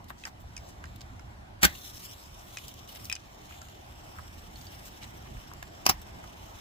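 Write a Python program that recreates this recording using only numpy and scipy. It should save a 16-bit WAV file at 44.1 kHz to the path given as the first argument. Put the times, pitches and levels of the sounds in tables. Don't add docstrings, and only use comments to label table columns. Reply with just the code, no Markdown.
import sys
import numpy as np
from scipy import signal
from scipy.io import wavfile
from scipy.ndimage import uniform_filter1d, map_coordinates

SR = 44100
rng = np.random.default_rng(int(sys.argv[2]) if len(sys.argv) > 2 else 0)


def log_audio(samples):
    frames = np.atleast_2d(samples).T
    limited = np.clip(frames, -1, 1)
    pcm = np.round(limited * 32767).astype(np.int16)
    wavfile.write(sys.argv[1], SR, pcm)


def convert_level_to_amplitude(level_db):
    exponent = np.asarray(level_db, float) / 20
    return 10 ** exponent


N = 291360
PORT_LEAD_S = 0.000283


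def evened(x):
    return x / np.sqrt(np.mean(x ** 2) + 1e-20)


def read(points, hz):
    point_hz, value = np.transpose(points)
    return np.interp(np.log(hz + 1), np.log(point_hz + 1), value)


def colour(x, points):
    gain_db = np.maximum(read(points, abs(np.fft.fftfreq(4096, 1 / SR))), -100)
    log_gain = np.log(convert_level_to_amplitude(gain_db))
    taps = np.fft.ifft(np.exp(np.conj(signal.hilbert(log_gain)))).real[:1024]
    taps = taps.reshape((1,) * (x.ndim - 1) + (-1,))
    return signal.oaconvolve(x, taps, axes=-1)[..., :x.shape[-1]]


def ring(x, modes):
    out = 0
    for hz, width_hz, db in modes:
        pole = np.exp((-np.pi * abs(width_hz) + 2j * np.pi * hz) / SR)
        out = out + convert_level_to_amplitude(db) * 2 * signal.lfilter([1 - abs(pole)], [1, -pole], x).real
    return out


def delayed(x, seconds):
    return map_coordinates(x, [np.arange(len(x)) - seconds * SR], order=3)


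def at_ports(a, b, lead_s, same):
    same = np.clip(same, 0, 1)
    late = np.roll(a, round(lead_s * SR))
    return np.array([a, same * late + np.sqrt(1 - same ** 2) * b])


def grit(n, share, spread_db):
    size = convert_level_to_amplitude(spread_db * np.minimum(rng.exponential(1, n), 4))
    struck = rng.random(n) < share
    return evened(size * struck) * rng.standard_normal((2, n))


def burst(rise_s, t60_s, before=800, after=8000):
    t = np.arange(-before, after) / SR
    swell = np.exp(-(t / max(rise_s, 1e-4)) ** 2)
    decay = convert_level_to_amplitude(-60 * np.maximum(t, 0) / max(t60_s, .002))
    return np.where(t < 0, swell, decay)


def add(mix, s, sound):
    part = mix[:, max(round(s * SR), 0):][:, :sound.shape[1]]
    part += sound[:, :part.shape[1]]


# time in s, force in dB, rise in s, t60 in s.
CATCHES = [
    (1.6288, -35, 0.01, 0.043),
    (1.6322, -17.5, 0.0026, 0.064),
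    (1.6454, -19.5, 0.0026, 0.052),
    (1.6536, -15.5, 0.0052, 0.019),
    (5.8566, -40.5, 0.0025, 0.08),
    (5.8656, -12, 0.0015, 0.011),
    (5.8909, -24, 0.0011, 0.066),
    (5.8964, -15, 0.0016, 0.022),
    (5.9, -34, 0.0012, 0.035),
]
# time in s, force in dB, rise in s, t60 in s.
DRAGS = [
    (1.6362, -14, 0.0007, 0.041),
    (1.661, -37.5, .003, 0.23),
    (5.875, -39, 0.0026, 0.23),
    (5.913, -33.5, 0.0066, 0.012),
]
# time in s, level in dB.
JERKS = [
    (1.6315, -6.5),
    (1.649, -3.5),
    (5.8638, -20),
    (5.8893, -17),
]
# frequency in Hz, level in dB per Hz.
GRIT_TONE = [(180, -17), (300, -1.5), (471, -15.5), (605, -4.5), (1300, -9), (1510, -19), (1730, 11),
             (4480, -8.5), (8590, -2), (13900, 3), (16200, 7.5)]
# frequency in Hz, width in Hz, level in dB.
STRIP = [(620, 90, -3), (820, 120, -2), (1280, 200, -2), (1520, 160, 3), (1950, 280, 2), (2500, 400, -2),
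         (3300, 500, -3), (4400, 500, -3), (5800, 600, -6), (7000, 800, -6)]
# frequency in Hz, width in Hz, level in dB.
BOX = [(835, 630, 0), (1087, 990, -5), (2520, 590, -8), (4960, 420, -5.5), (5400, 600, 4)]
# frequency in Hz, width in Hz, level in dB.
THUD = [(62, 29, -2.5), (190, 36, -5.5), (302, 95, -7.5)]
# frequency in Hz, gain in dB.
STROKE_DIP = [(390, 0), (480, -12), (570, 0)]


def strokes():
    out = np.zeros((2, N))
    catch_treble_db, drag_treble_db = 4, -24
    lead_in_s = 800 / SR
    slips = [(*row, catch_treble_db) for row in CATCHES] + [(*row, drag_treble_db) for row in DRAGS]
    for s, force_db, rise_s, t60_s, treble_db in slips:
        push = burst(rise_s, t60_s)
        drag = grit(len(push), .7, 2.2)
        tone = [(hz, db + treble_db * (hz > 3500)) for hz, db in GRIT_TONE]
        rasp = evened(colour(drag, tone)) * push
        body = STRIP if s < 3 else BOX
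        modes = [(hz, width_hz, db + treble_db * (hz > 3500)) for hz, width_hz, db in body]
        near = at_ports(*(rasp + convert_level_to_amplitude(5.0) * ring(drag * push, modes)), PORT_LEAD_S, .75)
        add(out, s - lead_in_s, convert_level_to_amplitude(force_db) * near)
    thud = ring(np.gradient(burst(0.00083, 0.0093)), THUD) * convert_level_to_amplitude(36.0)
    ports = np.array([convert_level_to_amplitude(-4) * thud, convert_level_to_amplitude(-0.5) * np.roll(thud, round(0.0014 * SR))])
    for s, jerk_db in JERKS:
        add(out, s - lead_in_s, convert_level_to_amplitude(jerk_db) * ports)
    return colour(out, STROKE_DIP)


# time in s, hiss in dB.
FLAME = [(1.68, -57), (1.8, -51), (1.93, -52.5), (2.06, -52.5), (2.2, -55), (2.32, -58.5), (2.54, -55),
         (2.68, -55.5), (2.91, -61), (3.02, -54), (3.2, -64), (3.36, -61), (3.57, -56.5), (3.81, -61),
         (4.18, -59), (4.77, -57), (5.88, -61), (6.61, -58)]
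# time in s, hiss in dB.
SLEEVES = [
    (0.0, -74.5),
    (0.45, -70.5),
    (0.64, -62.5),
    (0.83, -67),
    (1.2, -69.5),
    (1.63, -79),
]
# frequency in Hz, level in dB.
HISS_TONE = [(500, -27), (1200, -20), (2000, -7), (3500, 1), (7500, -3), (8600, -16.5), (11000, -24.5)]
# frequency in Hz, level in dB.
SIZZLE_TONE = [(6500, -40), (8300, -5), (10500, -4), (13000, 0), (15300, 0), (16200, -12)]
# frequency in Hz, width in Hz, level in dB.
NOOKS = [(3000, 160, -4), (5450, 160, 1), (7330, 140, -3)]
# time in s, path in m.
BOUNCE = [
    (1.68, .175),
    (1.95, .18),
    (2.07, .14),
    (2.15, .1),
    (2.27, .05),
    (2.55, .03),
    (6.61, .03),
]
FLAME_SIZZLE, SLEEVE_SIZZLE = (-5, 1.7), (-9, 0.8)


def fizz(rows, law, share, spread_db, flicker_db, ground, hands, same):
    t = np.arange(N) / SR
    s, hiss_db = np.transpose(rows)
    plain_db = -58
    offset_db, slope = law
    sizzle_db = plain_db + offset_db + slope * (hiss_db - plain_db)

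    def wander(n):
        return evened(uniform_filter1d(uniform_filter1d(rng.standard_normal(N), n), n))

    flicker, sway = wander(500), wander(9000)
    sparks = grit(N, share, spread_db) * convert_level_to_amplitude(flicker_db * flicker)
    hiss = evened(colour(sparks + ring(sparks, NOOKS), HISS_TONE))
    hiss = hiss * convert_level_to_amplitude(np.interp(t, s, hiss_db, -120, -120))
    sizzle = evened(colour(sparks, SIZZLE_TONE)) * convert_level_to_amplitude(np.interp(t, s, sizzle_db, -120, -120))
    ground_s = np.interp(t, *np.transpose(BOUNCE)) / 343
    hands_s = (.113 + .008 * sway) / 343
    bounce = ground * np.clip(ground_s / 0.0003, .3, 1)
    echoed = [row + bounce * delayed(row, ground_s) + hands * delayed(row, hands_s) for row in hiss]
    hiss_pair = at_ports(*echoed, PORT_LEAD_S, same)
    sizzle_pair = at_ports(*sizzle, PORT_LEAD_S, same / 2) * convert_level_to_amplitude([[1.5], [-1.5]])
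    return hiss_pair + sizzle_pair


def patchy(x, depth_db):
    z = signal.stft(x, nperseg=256)[2]
    patches = rng.standard_normal(z.shape[:0:-1]).T
    patches = uniform_filter1d(uniform_filter1d(patches, 4, 0), 30, 1)
    return signal.istft(z * convert_level_to_amplitude(depth_db * evened(patches)), nperseg=256)[1][:, :N]


# time in s, blow in dB, ring in Hz.
CARD = [(0.1031, -30.5, 1120), (0.2694, -37, 1210), (.44, -44, 527), (4.88, -43.5, 1090),
        (5.368, -44, 1780), (3.509, -41, 1270), (4.1859, -34, 1230), (4.192, -32, 1015),
        (5.2594, -42.5, 1070), (5.5146, -37, 1060), (5.6262, -30.5, 1037), (6.24, -38, 1240)]
# time in s, blow in dB, ring in Hz, crack in dB.
STICKS = [(0.2371, -33.5, 2590, -16), (0.2523, -30, 1890, 0), (0.5657, -38, 2520, 8.5),
          (0.5768, -41.5, 2280, 5.5), (0.84, -27.5, 1495, -11), (1.1942, -38.5, 1400, -6.5),
          (1.752, -39, 2780, -17), (2.5708, -25, 2520, -3.5), (2.5844, -36.5, 2880, 3),
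          (2.89, -42, 3000, -5), (2.9583, -39.5, 3020, 3), (2.995, -44, 2010, -17),
          (3.1146, -26, 2420, -14), (3.1253, -24.5, 2540, 5.5), (3.1527, -36.5, 3030, 10.5),
          (3.1626, -34.5, 2440, -4), (3.5233, -46, 2410, -14), (3.6163, -40.5, 1340, 4.5),
          (3.685, -50, 2770, 3), (0.8555, -46, 1880, 2), (2.876, -45, 3900, -10)]
# time in s, blow in dB, ring in Hz.
SNAPS = [
    (0.0424, -55, 4040),
    (2.6813, -37.5, 7800),
    (2.74, -47.5, 7760),
    (3.0446, -44, 5970),
    (3.0535, -40, 5500),
    (4.047, -56, 4000),
    (6.0162, -46, 3000),
]
# time in s, blow in dB, ring in Hz.
HITS = [
    (1.6312, -16.5, 1450),
    (3.0977, -25.5, 2500),
    (5.5354, -40, 1160),
    (5.6275, -38, 2330),
    (5.8958, -13, 930),
]
# time in s, blow in dB, ring in Hz.
PLASTIC = [
    (4.557, -42, 4350),
    (4.6124, -39.5, 4630),
    (4.6674, -41, 4600),
    (5.032, -42, 3950),
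]
CARD_KIND, STICK_KIND = (-20, -15, 0.02), (-33, 0.04)
SNAP_KIND, HIT_KIND, PLASTIC_KIND = (1.3, 8, .03), (-1, -2, 0.021), (-18, -22, .04)


def ticks():
    out = np.zeros((2, N))
    kinds = ((CARD, CARD_KIND), (STICKS, STICK_KIND), (SNAPS, SNAP_KIND), (HITS, HIT_KIND),
             (PLASTIC, PLASTIC_KIND))
    rows = [(*row, *kind) for table, kind in kinds for row in table]
    for s, blow_db, hz, crack_db, air_db, t60_s in rows:
        push = burst(.0009, .006 + t60_s / 5, before=100, after=3000)
        contact = grit(len(push), .7, 2.2) * push
        contact[:, 100] = 2.6
        width_hz = 3.2 / t60_s
        modes = [(hz, width_hz, 9), (hz * .8, .15 * hz, -6), (hz * 1.2, 2 * width_hz, -4),
                 (hz * 1.5, .3 * hz, -12)]
        body = ring(ring(contact, modes), [(hz * 1.2, 1.1 * hz, 0)])
        crack_modes = [(5150, 4 * width_hz, 8), (5700, 500, 0), (6500, 700, -3), (7400, 600, -3)]
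        crack = ring(ring(contact, crack_modes), [(6200, 3500, 0)])
        air = colour(contact, SIZZLE_TONE)
        parts = (0, body), (crack_db, crack), (air_db, air)
        tick = sum(convert_level_to_amplitude(db) * part / abs(part).max() for db, part in parts)
        side = -1.5 if .7 < s < 1.3 else 1
        side *= .15 if hz > 1900 else 1
        pair = at_ports(*tick, side * PORT_LEAD_S, .65) * convert_level_to_amplitude([[side / 2], [-side / 2]])
        add(out, s - 60 / SR, convert_level_to_amplitude(blow_db + 2) * pair)
    return out


# start in s, length in s, level in dB, centre in Hz.
CARD_RUBS = [(0.095, 0.025, -48, 860), (0.156, 0.13, -59, 5500), (0.253, 0.035, -47, 1190),
             (0.255, 0.045, -52, 5460), (0.672, 0.045, -57.5, 7000), (1.004, 0.017, -47, 4370),
             (5.255, .03, -56, 1700), (3.47, 0.11, -57.5, 2280), (4.15, 0.042, -54.5, 1160),
             (4.725, 0.024, -57, 2500), (5.009, 0.051, -49.5, 2360), (5.024, 0.033, -52.5, 5960)]
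# start in s, length in s, level in dB, centre in Hz.
SKIN_RUBS = [
    (0.077, 0.034, -56.5, 3950),
    (0.398, 0.028, -62, 9000),
    (0.959, .006, -52.5, 4000),
    (2.867, 0.08, -54.5, 3520),
    (2.937, 0.047, -52, 3000),
    (3.002, 0.11, -62, 5000),
    (3.034, 0.036, -52, 9000),
    (4.555, 0.13, -59.5, 6000),
    (4.846, 0.047, -52.5, 6370),
]


def rubs():
    out = np.zeros((2, N))
    card_treble_db, skin_treble_db = -13.5, 0.5
    rows = [(*row, card_treble_db) for row in CARD_RUBS] + [(*row, skin_treble_db) for row in SKIN_RUBS]
    for s, length_s, level_db, hz, treble_db in rows:
        drag = grit(round(length_s * SR), .15, 3.2)
        rub = evened(ring(ring(drag, [(hz, .7 * hz, 0)]), [(hz, 1.6 * hz, 0)]))
        rub += convert_level_to_amplitude(treble_db) * evened(colour(drag, SIZZLE_TONE))
        fade = signal.windows.tukey(drag.shape[1], .6)
        add(out, s, convert_level_to_amplitude(level_db) * at_ports(*rub, PORT_LEAD_S, 0.21) * fade)
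    return out


def surroundings(x):
    t60_s = 0.076
    at = np.arange(40, 6000, 20) + rng.integers(0, 20, (2, 298))
    taps = np.zeros((2, 6100))
    echoes = rng.choice([-1., 1.], at.shape) * convert_level_to_amplitude(-60 * at / SR / t60_s)
    np.put_along_axis(taps, at, echoes, 1)
    tail = signal.oaconvolve(x, taps / np.linalg.norm(taps[0]), axes=1)[:, :N]
    return colour(tail, [(400, -3.5), (1000, -2), (4000, 1.5), (9000, -13.0), (16000, 5)])


# frequency in Hz, level in dB per Hz.
YARD_TONE = [(15, -87), (25, -17.5), (59, 4), (141, -17), (212, -13.5), (236, -22), (317, -17),
             (476, -27.5), (575, -22.5), (714, -19.5), (818, -21), (1160, -25.5), (1260, -28.5),
             (2610, -34), (16000, -51.5)]
# frequency in Hz, side minus mid in dB.
YARD_SIDE = [(60, -12.5), (120, -55), (240, -3.5), (480, 2), (950, 2), (1890, 6), (3770, 1), (7520, -1),
             (15000, -8)]
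# frequency in Hz, left minus right in dB.
YARD_LEAN = [(60, 0), (180, -6), (550, 1), (1650, 0), (4970, -2.5), (15000, 1)]
# time in s, rumble about its mean in dB.
TRAFFIC = [
    (0.0, 1.5),
    (1.25, 2),
    (2.1, -0.5),
    (3.4, -1),
    (4.9, 1),
    (5.25, 2.5),
    (5.7, 2),
    (6.35, 2.5),
    (6.61, 0),
]


def yard():
    frames, hz = N // 256 + 5, np.fft.rfftfreq(1024, 1 / SR)[:, None]
    a, b, c, d, patches = rng.standard_normal((frames, 513, 5)).T
    patches = evened(uniform_filter1d(uniform_filter1d(patches, 8, 0), 14, 1))
    t = np.arange(frames) * 256 / SR
    low = 1 / (1 + (hz / 330) ** 4)
    rumble_db = np.interp(t, *np.transpose(TRAFFIC))
    wash_db = 0.16 * rumble_db + 0.67 * (t - t.mean())
    drift_db = low * rumble_db + (1 - low) * wash_db
    air_db = 5 * (hz / 10000) ** 2
    mid = a + 1j * b
    side = (c + 1j * d) * convert_level_to_amplitude(read(YARD_SIDE, hz))
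    lean = convert_level_to_amplitude(read(YARD_LEAN, hz) / 2)
    level = convert_level_to_amplitude(read(YARD_TONE, hz) + drift_db + 1.75 * patches - air_db)
    z = np.array([(mid + side) * lean, (mid - side) / lean]) * level
    return convert_level_to_amplitude(-47.5) * evened(signal.istft(z, nperseg=1024, noverlap=768)[1][:, :N])


def scene():
    near = strokes() + ticks() + rubs()
    flame = fizz(FLAME, FLAME_SIZZLE, share=.4, spread_db=3.0, flicker_db=2.0, ground=.48, hands=.33, same=.45)
    sleeves = fizz(SLEEVES, SLEEVE_SIZZLE, share=0.33, spread_db=2.5, flicker_db=1.0,
                   ground=0.16, hands=0.18, same=0.83)
    hisses = patchy(convert_level_to_amplitude(.3) * flame + convert_level_to_amplitude(1.5) * sleeves, 1.7)
    return near + convert_level_to_amplitude(-7) * surroundings(near) + hisses + yard()


def band_limit(x):
    return signal.sosfilt(signal.butter(12, 16640, fs=SR, output="sos"), x)


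# frequency in Hz, gain in dB.
MICROPHONE = [(7400, 0.5), (8800, 1), (10500, 1), (13500, 0.5), (15500, -3), (15900, -32), (17000, -40)]


def record(dry):
    self_noise = convert_level_to_amplitude(-74) * rng.standard_normal((N, 2)).T
    low_cut = signal.butter(2, 35, "high", fs=SR, output="sos")
    cut = signal.sosfilt(low_cut, dry + self_noise)
    soft = .95 * np.tanh(cut / .95)
    return band_limit(colour(soft, MICROPHONE))


dry = scene()
out = record(dry)
log_audio(out)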